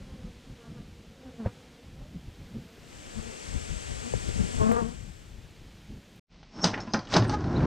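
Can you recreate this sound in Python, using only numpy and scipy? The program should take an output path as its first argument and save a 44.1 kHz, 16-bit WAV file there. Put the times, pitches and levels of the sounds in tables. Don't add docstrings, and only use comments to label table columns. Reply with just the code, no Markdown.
import sys
import numpy as np
from scipy import signal
from scipy.fft import rfft, irfft, next_fast_len
from scipy.io import wavfile
from scipy.ndimage import uniform_filter1d, minimum_filter1d

SR = 44100
rng = np.random.default_rng(int(sys.argv[2]) if len(sys.argv) > 2 else 0)


def elevation(decibels):
    levels = np.asarray(decibels, float)
    return 10 ** (levels / 20)


def inscribe(sig):
    pcm = np.round(np.clip(np.atleast_2d(sig).T, -1, 1) * 32767)
    wavfile.write(sys.argv[1], SR, pcm.astype(np.int16))


N = 337805
T = np.arange(N) / SR
CUT_S = 6.197
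# f/Hz, level/dB, t60/s
BOLT_MODES = [(3170, -37, 0.27), (3540, -41, 0.2), (4580, -17, 0.19), (4700, -29, 0.19), (4860, -27, 0.24),
              (5300, -4.5, 0.044), (5400, -35, 0.18), (6030, -20, 0.15), (6164, -30, 0.16),
              (6300, -41, 0.54), (6400, -36, 0.24), (7795, -27.5, 0.19), (8240, -20, 0.18)]
# f/Hz, level/dB, t60/s
BOARD_MODES = [(107.7, -13.5, 5.0), (255, -14.5, 0.17), (653, -9.5, 0.12), (815, -1, 0.067),
               (860, -22, 0.45), (1030, -4.5, 0.11), (1207, -21, 0.35), (1310, -15.5, 0.18),
               (1430, -15.5, 0.14)]


def curve(table):
    s, *columns = np.transpose(table)
    return [np.interp(T, s, c) for c in columns]


def swell(s, db, rise_s, fall_s, t=T, power=1):
    return db - 20 * np.where(t < s, (s - t) / rise_s, (t - s) / fall_s) ** power


def unit(x):
    return x / np.sqrt(np.mean(x ** 2))


def even(x, size):
    return x / np.sqrt(uniform_filter1d(x ** 2, size=size) + 1e-12)


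def colour(x, points, turn=0):
    size = next_fast_len(N + 4096)
    hz = np.arange(size // 2 + 1) * SR / size + 1
    points_hz, points_db = np.transpose(points)
    db = np.interp(np.log(hz), np.log(points_hz), points_db)
    spectrum = rfft(np.pad(x, (0, size - N), "reflect"))
    return irfft(spectrum * elevation(db) * np.exp(1j * turn * hz), size)[:N]


def band(x, lo_hz, hi_hz, order=2):
    return signal.sosfilt(signal.butter(order, [lo_hz, hi_hz], "band", fs=SR, output="sos"), x)


def noise(size=N):
    return rng.standard_normal(size)


def walk(rate, size=N):
    k = int(SR / rate / 16)
    held = np.repeat(noise(size // 16 // k + 2), k)
    slow = uniform_filter1d(uniform_filter1d(held, k), k)
    return 1.3 * np.interp(np.arange(size) / 16, np.arange(len(slow)), slow)


def wings(hz, first_db, second_db, fall_db, wobble_db, rough, count=12):
    n = len(hz)
    phase = 2 * np.pi * np.cumsum(hz * (1 + rough / 20 * walk(90, n))) / SR
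    out = elevation(first_db + wobble_db * walk(25, n) / 2) * np.cos(phase)
    for k in range(2, count):
        drift = 2 * rough * np.sqrt(k) * walk(35, n)
        db = second_db - fall_db * np.log2(k / 2) - 1.6 * max(k - 5, 0)
        db = db + 1.5 * (k == 5) - 3.0 * (k == 4) + wobble_db * walk(30, n)
        out = out + elevation(db) * np.cos(k * phase + drift + .35 * k * k)
    eddies = unit(band(noise(n), 250, 1300, order=3)) * (1 + np.cos(phase))
    return np.sqrt(2) * out * elevation(6 * rough * walk(120, n)) + elevation(second_db - 8.5) * eddies


def swarm():
    out = np.zeros(N)
    for hz in (212, 231, 247, 266):
        far_db = -70 + 3 * walk(5)
        far_db = far_db - 13 * np.clip((T - 4.6) / .4, 0, 1)
        out = out + wings(hz * (1 + .055 * walk(5)), far_db, far_db - 3, 15, 4.0, .4, count=5)
    return out


def add_pass(out, s, hz, db, rise_s, fall_s, fall_db, count):
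    near_from_db, near_gain = -66, .8
    beat_sag = .004
    near = np.arange(SR // 2) + max(int(s * SR) - SR // 4, 0)
    level_db = swell(s, db, rise_s, fall_s, T[near], power=1.5)
    first_db = level_db + near_gain * np.clip(level_db - near_from_db, 0, 19)
    beat_hz = hz * (1 + beat_sag * np.clip(db - level_db, 0, 30) * (T[near] < s))
    out[near] += wings(beat_hz, first_db, level_db, fall_db, 3.5, .36, count=count)


def passing_bees():
    # closest t/s, wing beat f/Hz, level/dB, approach/s, retreat/s (per 20 dB)
    passes = [(0.14, 262, -61, .25, .15), (0.25, 248, -62, .1, .12), (0.64, 231, -58, .1, .16),
              (0.79, 236, -62, .08, .1), (1.28, 256, -56, .13, .09), (2.03, 258, -61, .15, .08),
              (3.18, 218, -50.5, .05, .08), (3.27, 229, -55, .1, .12), (4.08, 240, -52, .12, .04),
              (4.38, 226, -56, .2, .15), (4.55, 228, -52, .08, .1)]
    # closest t/s, wing beat f/Hz, level/dB, approach/s, retreat/s
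    edge_on = [
        (0.64, 231, -68, .1, .14),
        (0.79, 236, -70, .08, .08),
    ]
    out = np.zeros(N)
    for s, hz, db, rise_s, fall_s in passes:
        fall_db = 9 + .5 * min(db + 66, 15)
        add_pass(out, s, hz, db, rise_s, fall_s, fall_db, count=12)
    for row in edge_on:
        add_pass(out, *row, fall_db=0, count=8)
    return out


def wind():
    # t/s, buffeting level/dB, length/s per 20 dB, flutter above it/dB
    gusts = [(0.0, -44, .3, 0), (0.07, -46, .2, 2), (0.13, -44, .1, 5), (0.255, -42, .12, 3),
             (0.31, -48, .15, 0), (0.37, -50, .06, 2), (0.5, -48, .12, 4), (0.72, -49, .1, 9),
             (0.8, -48, .12, 8), (0.88, -49, .15, 3), (0.93, -48, .1, -2), (1.0, -53, .08, 5),
             (1.1, -53, .12, 5), (1.28, -52, .15, -8), (1.467, -37, .035, 0), (1.66, -55, .06, 0),
             (1.88, -49, .12, 2), (1.95, -49, .15, -2), (2.02, -42, .12, -3), (2.17, -48, .12, 8),
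             (2.29, -46, .12, -4), (2.415, -43, .1, 1), (2.56, -46, .1, 11), (2.66, -56, .1, 8),
             (2.81, -56, .15, 4), (2.94, -52, .15, -8), (3.08, -55, .08, 4), (3.19, -41, .12, -2),
             (3.27, -46, .15, -8), (3.56, -32, .1, -2), (3.73, -35, .12, -4), (3.91, -37, .1, -10),
             (4.0, -41, .15, -6), (4.155, -35, .07, 4), (4.3, -32, .15, -2), (4.41, -29, .1, 7),
             (4.6, -29, .1, -1), (4.8, -38, .3, 4), (5.05, -42, .3, -6), (5.36, -45, .25, -15),
             (5.64, -44, .1, -6), (5.78, -47, .15, 0), (5.92, -43, .12, 5)]
    low_db, flutter_db = np.full(N, -62), np.full(N, -54)
    for s, db, length_s, rel_db in gusts:
        eddy_db = swell(s, db, length_s, length_s)
        low_db = np.maximum(low_db, eddy_db)
        flutter_db = np.maximum(flutter_db, eddy_db + rel_db)
    burst = 0.8 * walk(16) + 0.85 * walk(40)
    low = even(band(noise(), 27.6, 105.7), size=SR // 10)
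    flutter = even(band(noise(), 125, 225), size=SR // 14)
    return low * elevation(low_db + 1.5 + 1.2 * burst) + flutter * elevation(flutter_db - 4.0 + 1.8 * burst)


def striking_bees():
    # t/s, wing beat f/Hz, level/dB, first partial above it/dB
    flights = [
        [(1.375, 240, -63, 5), (1.404, 228, -50, 13), (1.446, 210, -50, 12), (1.458, 229, -44, -4),
         (1.472, 242, -40, -1), (1.505, 240, -58, -2), (1.53, 242, -70, 5)],
        [(4.57, 228, -52, 2), (4.62, 218, -38, 6), (4.655, 217, -37, 12), (4.685, 223, -36, 12),
         (4.72, 224, -40, 12), (4.74, 223, -52, 9)],
        [(4.712, 236, -38, 6), (4.74, 229, -38, 0), (4.765, 238, -36, -2), (4.806, 238, -40, -3),
         (4.822, 230, -43, 10), (4.858, 223, -47, 11), (4.908, 240, -55, 9), (4.98, 226, -70, 10)],
    ]
    out = np.zeros(N)
    for leg in flights:
        start_s, end_s = leg[0][0], leg[-1][0]
        near = np.arange(SR // 3) + int(start_s * SR)
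        aloft = np.clip(np.minimum(T - start_s, end_s - T) / 0.006, 0, 1)
        hz, level_db, rel_db = (c[near] for c in curve(leg))
        out[near] += aloft[near] * wings(hz, level_db + rel_db, level_db, 8.5 + .15 * rel_db, 2.5, .38)
    return out


def bumps():
    # t/s, peak level/dB, ring f/Hz, t60/s, tick level/dB
    blows = [(1.4603, -20.5, 520, 0.023, -41), (1.4606, -28, 150, 0.06, -30),
             (1.4718, -23.5, 190, 0.035, -44), (2.007, -47, 500, .015, -26), (2.636, -48, 375, 0.025, -24),
             (2.781, -44, 424, .02, -26), (4.138, -19, 475, 0.015, -29), (4.291, -29.5, 369.4, 0.017, -11),
             (4.616, -15.5, 200.2, 0.02, -28), (4.715, -20.5, 780, 0.011, -17.5),
             (4.752, -35, 900, .012, -19), (4.818, -24, 300, .019, -23), (5.615, -42.5, 300, 0.023, -20),
             (5.908, -46, 317, 0.028, -25), (5.975, -40, 290, 0.023, -21)]
    # t/s, level/dB, from f/Hz, to f/Hz
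    flicks = [
        (4.291, -27, 3000, 3900),
        (4.7195, -39, 2500, 14000),
        (4.7265, -44, 4000, 15000),
        (1.4605, -29, 500, 1700),
        (1.471, -36, 1000, 3200),
        (4.7145, -20, 600, 2100),
        (4.752, -29, 900, 2000),
        (6.16, -56, 10000, 15000),
        (1.465, -42, 1500, 3200),
    ]
    out = np.zeros(N)
    t = T[:SR // 10]
    for s, db, hz, t60, tick_db in blows:
        i = int(s * SR)
        thud = np.sin(2 * np.pi * hz * t) * np.exp(-np.log(1000) * t / t60) * (1 - np.exp(-t / 0.00023))
        push = 0.41 * np.sin(2 * np.pi * 110 * t) * np.exp(-t / 0.013)
        tick = elevation(tick_db) * band(noise(len(t)) * np.exp(-t / 0.0018), 600, 4300, order=1)
        out[i:i + len(t)] += elevation(db + 1.5) * (thud + push + tick)
    for s, db, lo_hz, hi_hz in flicks:
        i = int(s * SR)
        out[i:i + len(t)] += elevation(db) * band(noise(len(t)) * np.exp(-t / .0025), lo_hz, hi_hz, order=3)
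    return out


def hive_air():
    # f/Hz, level/dB per Hz
    spectrum = [(150, -19), (250, -11), (282, -4.5), (490, -10.5), (1160, -18.5), (1310, -16.5),
                (3160, -16), (7250, -25), (11200, -35), (12400, -56.5), (15500, -51.5)]
    lift = np.clip(np.minimum((T - 2.3) / .9, (5.05 - T) / .4), 0, 1)
    return unit(colour(noise(), spectrum)) * elevation(-57.9 + 3.9 * lift + 0.7 * walk(3.57))


def port_whine():
    db = -74 + walk(2) + 4 * np.exp(-((T - 2.8) / .5) ** 2) + .3 * (T > 5)
    return unit(band(noise(), 11600, 14200)) * elevation(db)


def hive():
    # t/s, hiss level/dB
    opening = [
        (2.7, -73),
        (2.93, -58),
        (3.17, -53.5),
        (3.49, -50.5),
        (3.97, -49.5),
        (4.58, -47.5),
        (5.0, -57.5),
        (5.37, -64.5),
        (5.75, -70),
    ]
    # f/Hz, level/dB per Hz
    hiss_spectrum = [(150, 2.5), (450, 11), (1000, 2), (2000, 1), (3200, -1.5), (3900, -5), (4600, -1.5),
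                     (6500, 0), (7800, 4), (8600, -1.5), (9500, -12.5), (12500, -22), (14200, -30),
                     (15500, -41)]
    # f/Hz, level/dB
    left_lift = [(60, 2.5), (200, -2), (450, 7), (1000, 8.5), (2000, -1.5), (4000, -18), (8000, 7),
                 (15000, -12)]
    # f/Hz, level/dB
    right_tone = [(60, -15), (200, -6.5), (450, -6), (1000, 0), (3300, -0.5), (4000, -4), (4600, -18.5),
                  (5000, -26), (5300, -71)]
    turn = -2 * np.pi * .000095
    wide_db, = curve(opening)
    wide = np.clip(elevation(wide_db - wide_db.max()) * 0.9 - .08, 0, 1)
    wide = wide * (T > opening[0][0]) * (T < opening[-1][0])
    opened = wide ** 0.37
    near = swarm() + passing_bees() + wind() + striking_bees() + bumps()
    left = near + opened * colour(near, left_lift)
    hiss, other = (unit(colour(noise(), hiss_spectrum)) * wide * elevation(-35.5) for _ in range(2))
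    right = (1 - opened) * near - opened * colour(left, right_tone, turn)
    right = right - colour(hiss + 0.15 * other, right_tone, turn)
    right = right + opened * elevation(-50.5 + 4.8 * walk(8.7)) * unit(band(noise(), 30, 130))
    return np.array([left + hiss + port_whine(), right]) + hive_air()


def ring(x, modes, damp):
    i = int(CUT_S * SR)
    out = np.zeros(N)
    for hz, db, t60 in modes:
        decay = np.log(1000) / min(t60 * damp, .4)
        pole = np.exp((2j * np.pi * hz - decay) / SR)
        out[i:] += elevation(db) * signal.lfilter([1], [1, -pole], x[i:]).imag
    return out


def door_levels():
    # t/s, level/dB
    pull = [
        (6.3, -63),
        (6.5, -62),
        (6.585, -39),
        (6.7, -34),
        (6.916, -45),
        (7.09, -46),
        (7.22, -31),
        (7.4, -36),
        (7.65, -27),
    ]
    # t/s, boards level/dB, grit level/dB, build/s, decay/s (per 20 dB)
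    shoves = [
        (6.644, -21, -26, .02, .11),
        (6.74, -30, -45, .03, .1),
        (6.941, -18, -46, .005, .07),
        (7.162, -16, -25, .05, .07),
        (7.13, -30, -27, .06, .05),
        (7.24, -32, -36, .04, .04),
        (7.34, -28, -35, .12, .04),
        (6.795, -38, -52, .04, .06),
    ]
    free = np.clip((T - 7.15) / .05, 0, 1)
    strain_db, = curve(pull)
    shove_db = np.max([swell(s, db, rise_s, fall_s) for s, db, _, rise_s, fall_s in shoves], axis=0)
    grit_db = np.max([swell(s, db, rise_s * .8, fall_s * .7) for s, _, db, rise_s, fall_s in shoves], axis=0)
    rumble_db = np.maximum(strain_db - 2.5 + 4 * free, shove_db - 6.5)
    boards_db = np.maximum(strain_db, shove_db)
    scrape_db = np.maximum(.4 * strain_db - 38, grit_db)
    scrape_db = minimum_filter1d(scrape_db, size=SR // 80, origin=SR // 160 - 1)
    sway_db = np.maximum(strain_db - 12 + 15 * free, -60)
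    return rumble_db, boards_db, scrape_db, sway_db


def door_rumble(db):
    return elevation(db - 1.5) * even(band(noise(), 135, 330), size=SR // 8)


def knocks():
    # t/s, peak level/dB, share in the boards/dB, bright centre f/Hz, share in the iron/dB
    hits = [(6.4293, -48.5, 3, 3500, 0), (6.5887, -41, 0, 2100, -20), (6.638, -24, -6, 1700, -15),
            (6.6418, -6, -13, 5200, -8), (6.734, -26, -4, 1700, -18), (6.7405, -15, -18, 2050, -28),
            (6.7764, -34, 9, 1930, -12), (6.8028, -34, -2, 5700, -2), (6.8754, -36, 1, 1890, -13),
            (6.9355, -18, -7, 4850, -6), (6.944, -17, -4, 1400, -13), (6.991, -33, -12, 4400, -4),
            (7.0515, -40, -4.5, 4500, -13), (7.0712, -37, -6, 3600, -8), (7.1387, -14, -6, 3850, 0),
            (7.1514, -20, 0, 2560, -3), (7.1648, -11, -3, 5170, -2), (7.223, -31, 7.5, 4510, -23),
            (7.2494, -27, -3, 1880, -9), (7.2951, -23, -7, 4600, -12), (7.441, -36, 1, 4200, -12),
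            (7.6032, -41, 12.5, 2380, -6), (7.628, -45.5, 10, 2020, -2), (7.141, -17, -16, 5400, -6),
            (7.1395, -17, -17, 1770, -20), (6.7928, -38, 3, 1600, -15), (7.4059, -40, 0, 5000, -12),
            (6.9395, -21, -3, 5200, -10)]
    iron, wood, crack = np.zeros((3, N))
    t = T[:SR // 20]
    onset = 1 - np.exp(-t / .0006)
    for s, db, rel_db, hz, iron_db in hits:
        i = int(s * SR)
        n = len(crack[i:i + len(t)])
        chance = noise(len(t))
        chatter = chance * np.exp(-t / 0.0032)
        snap = band(chance, hz / 1.45, hz * 1.25) * np.exp(-t / 0.0049) * onset
        clang = np.sin(2 * np.pi * hz * t) * elevation(-60 * t / .016) * onset
        slap = band(chance[::-1], 400, 1750) * np.exp(-t / 0.0093)
        touch = np.diff(chance, prepend=0) * np.exp(-t / .002)
        iron[i:i + n] += elevation(db + iron_db - 11.5) * chatter[:n]
        wood[i:i + 60] += elevation(db + rel_db) * np.hanning(60) / 30
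        crack[i:i + n] += elevation(db) * snap[:n] + elevation(db - 9) * clang[:n]
        crack[i:i + n] += elevation(db + rel_db + 1) * slap[:n] + elevation(db + iron_db - 12) * touch[:n]
    ringing = elevation(-7.5) * ring(iron, BOLT_MODES, 0.22) + elevation(-0.5) * ring(wood, BOARD_MODES, 0.36)
    return ringing + elevation(2.5) * crack, crack


def stick_slip():
    clicks = (rng.random(N) < 9000 / SR) * noise()
    return unit(clicks * elevation(1.14 * rng.exponential(1, N)))


def bolt_scrape(grit, db):
    scrape = 0.12 * unit(ring(grit, BOLT_MODES, 0.2)) + 1.16 * unit(band(grit, 1400, 8800, order=4))
    return elevation(db - 5.5) * scrape


def board_scrape(grit, db):
    return elevation(db - 15.5) * unit(band(ring(grit, BOARD_MODES, .15), 265, 2400))


def bolt_song(grit):
    # f/Hz, level/dB, t60/s
    song_modes = [(5420, 4, 0.021), (6350, -12, .03), (7600, -14, 0.026)]
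    # t/s, level/dB, build/s, decay/s (per 20 dB)
    squeals = [
        (6.58, -52, .07, .06),
        (6.641, -22, .008, .006),
        (6.65, -47, .01, .09),
        (6.806, -50, .004, .02),
    ]
    # t/s, level/dB, build/s, decay/s (per 20 dB), f/Hz
    whistles = [(6.634, -27, .02, .01, 5420), (6.634, -34, .02, .012, 6350), (6.634, -40, .02, .012, 7650),
                (6.808, -43, .005, .03, 5400), (6.655, -58, .01, .07, 10800), (6.752, -50, .01, .02, 5400),
                (7.227, -43, .015, .02, 1750), (6.885, -42, .015, .02, 1000), (6.812, -52, .01, .03, 6700),
                (6.925, -52, .04, .02, 4900), (6.932, -42, .015, .01, 6300), (7.08, -50, .01, .02, 1750),
                (7.094, -50, .012, .012, 7600), (7.25, -47, .02, .02, 10300), (7.283, -42, .015, .03, 8300),
                (7.285, -40, .02, .03, 9100)]
    width = .018
    sing_db = np.max([swell(*row) for row in squeals], axis=0) - 8
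    sing = unit(ring(grit, song_modes, 0.75)) * elevation(sing_db)
    for *row, hz in whistles:
        near = slice(int((row[0] - .1) * SR), int((row[0] + .1) * SR))
        air = unit(band(noise(SR // 4), hz * (1 - width), hz * (1 + width)))
        sing[near] += elevation(swell(*row, T[near])) * air[:len(T[near])]
    return sing


def door_sway(db):
    # t/s, level/dB, build/s, decay/s (per 20 dB), f/Hz
    swings = [
        (6.595, -35, .02, .05, 200),
        (6.65, -19, .012, .035, 185),
        (6.7, -35, .06, .13, 105),
        (7.172, -18, .015, .05, 165),
        (7.215, -19, .07, .1, 107),
        (6.882, -33, .02, .05, 210),
        (6.955, -27, .03, .04, 200),
        (7.19, -24, .015, .02, 340),
    ]
    sway = unit(band(noise(), 45, 138)) * elevation(db - 2.5)
    for *row, hz in swings:
        sway = sway + elevation(swell(*row)) * np.sin(2 * np.pi * np.cumsum(hz * (1 + .06 * walk(40))) / SR)
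    return sway


def door_creak():
    # t/s, slip rate f/Hz, level/dB
    slips = [
        (7.295, 415.6, -30),
        (7.31, 410.3, -39.5),
        (7.35, 414, -26),
        (7.365, 406, -64),
    ]
    slip_hz, creak_db = curve(slips)
    saw = signal.sawtooth(2 * np.pi * np.cumsum(slip_hz * (1 + .035 * walk(150))) / SR)
    return band(saw, 760, 1500) * elevation(creak_db + 9) * (T > slips[0][0]) * (T < slips[-1][0])


def door_squeak():
    # t/s, f/Hz, level/dB
    glide = [
        (7.553, 4050, -58),
        (7.562, 3900, -41),
        (7.572, 3800, -42),
        (7.595, 3720, -57),
    ]
    squeak_hz, squeak_db = curve(glide)
    tone = np.sin(2 * np.pi * np.cumsum(squeak_hz * (1 + .04 * walk(350))) / SR)
    return tone * elevation(squeak_db + 3.8 * walk(300)) * (T > glide[0][0]) * (T < glide[-1][0])


def barn():
    # f/Hz, level/dB per Hz
    barn_air = [(18, -33), (30, 12.5), (113, -25), (157, -6), (341, -22.5), (1110, -29.5), (1620, -35),
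                (2020, -27), (4400, -30), (12000, -59), (15600, -103), (22000, -120)]
    rumble_db, boards_db, scrape_db, sway_db = door_levels()
    struck, crack = knocks()
    grit = stick_slip()
    close = struck + bolt_song(grit) + door_creak()
    tail = noise(SR // 2) * elevation(-60 * T[:SR // 2] / 0.21)
    close = close + elevation(-34.5) * signal.fftconvolve(close, tail)[:N]
    door = door_rumble(rumble_db) + board_scrape(grit, boards_db) + door_sway(sway_db) + door_squeak()
    mix = close + bolt_scrape(grit, scrape_db) + door + elevation(-50) * unit(colour(noise(), barn_air))
    mix = colour(mix, [(30, -6), (100, 1.5), (6000, -1), (7500, -11.5), (9500, -20), (12000, -32), (15500, -38)])
    side = colour(crack, [(1500, -40), (4000, -27), (8000, -19), (12000, -38)])
    return np.array([mix + side, mix - side])


def scene():
    back_s, fade_s = 6.262, 0.063
    fade_out = np.clip((CUT_S - T) / 0.0028, 0, 1)
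    fade_in = np.clip((T - back_s) / fade_s, 0, 1) ** 3
    return hive() * fade_out + barn() * fade_in


def roll_off(x):
    return signal.sosfilt(signal.butter(12, 15490, fs=SR, output="sos"), x)


def record(dry):
    mix = dry * np.clip((T[-1] - T) / .004, 0, 1)
    return roll_off(mix)


dry = scene()
out = record(dry)
inscribe(out)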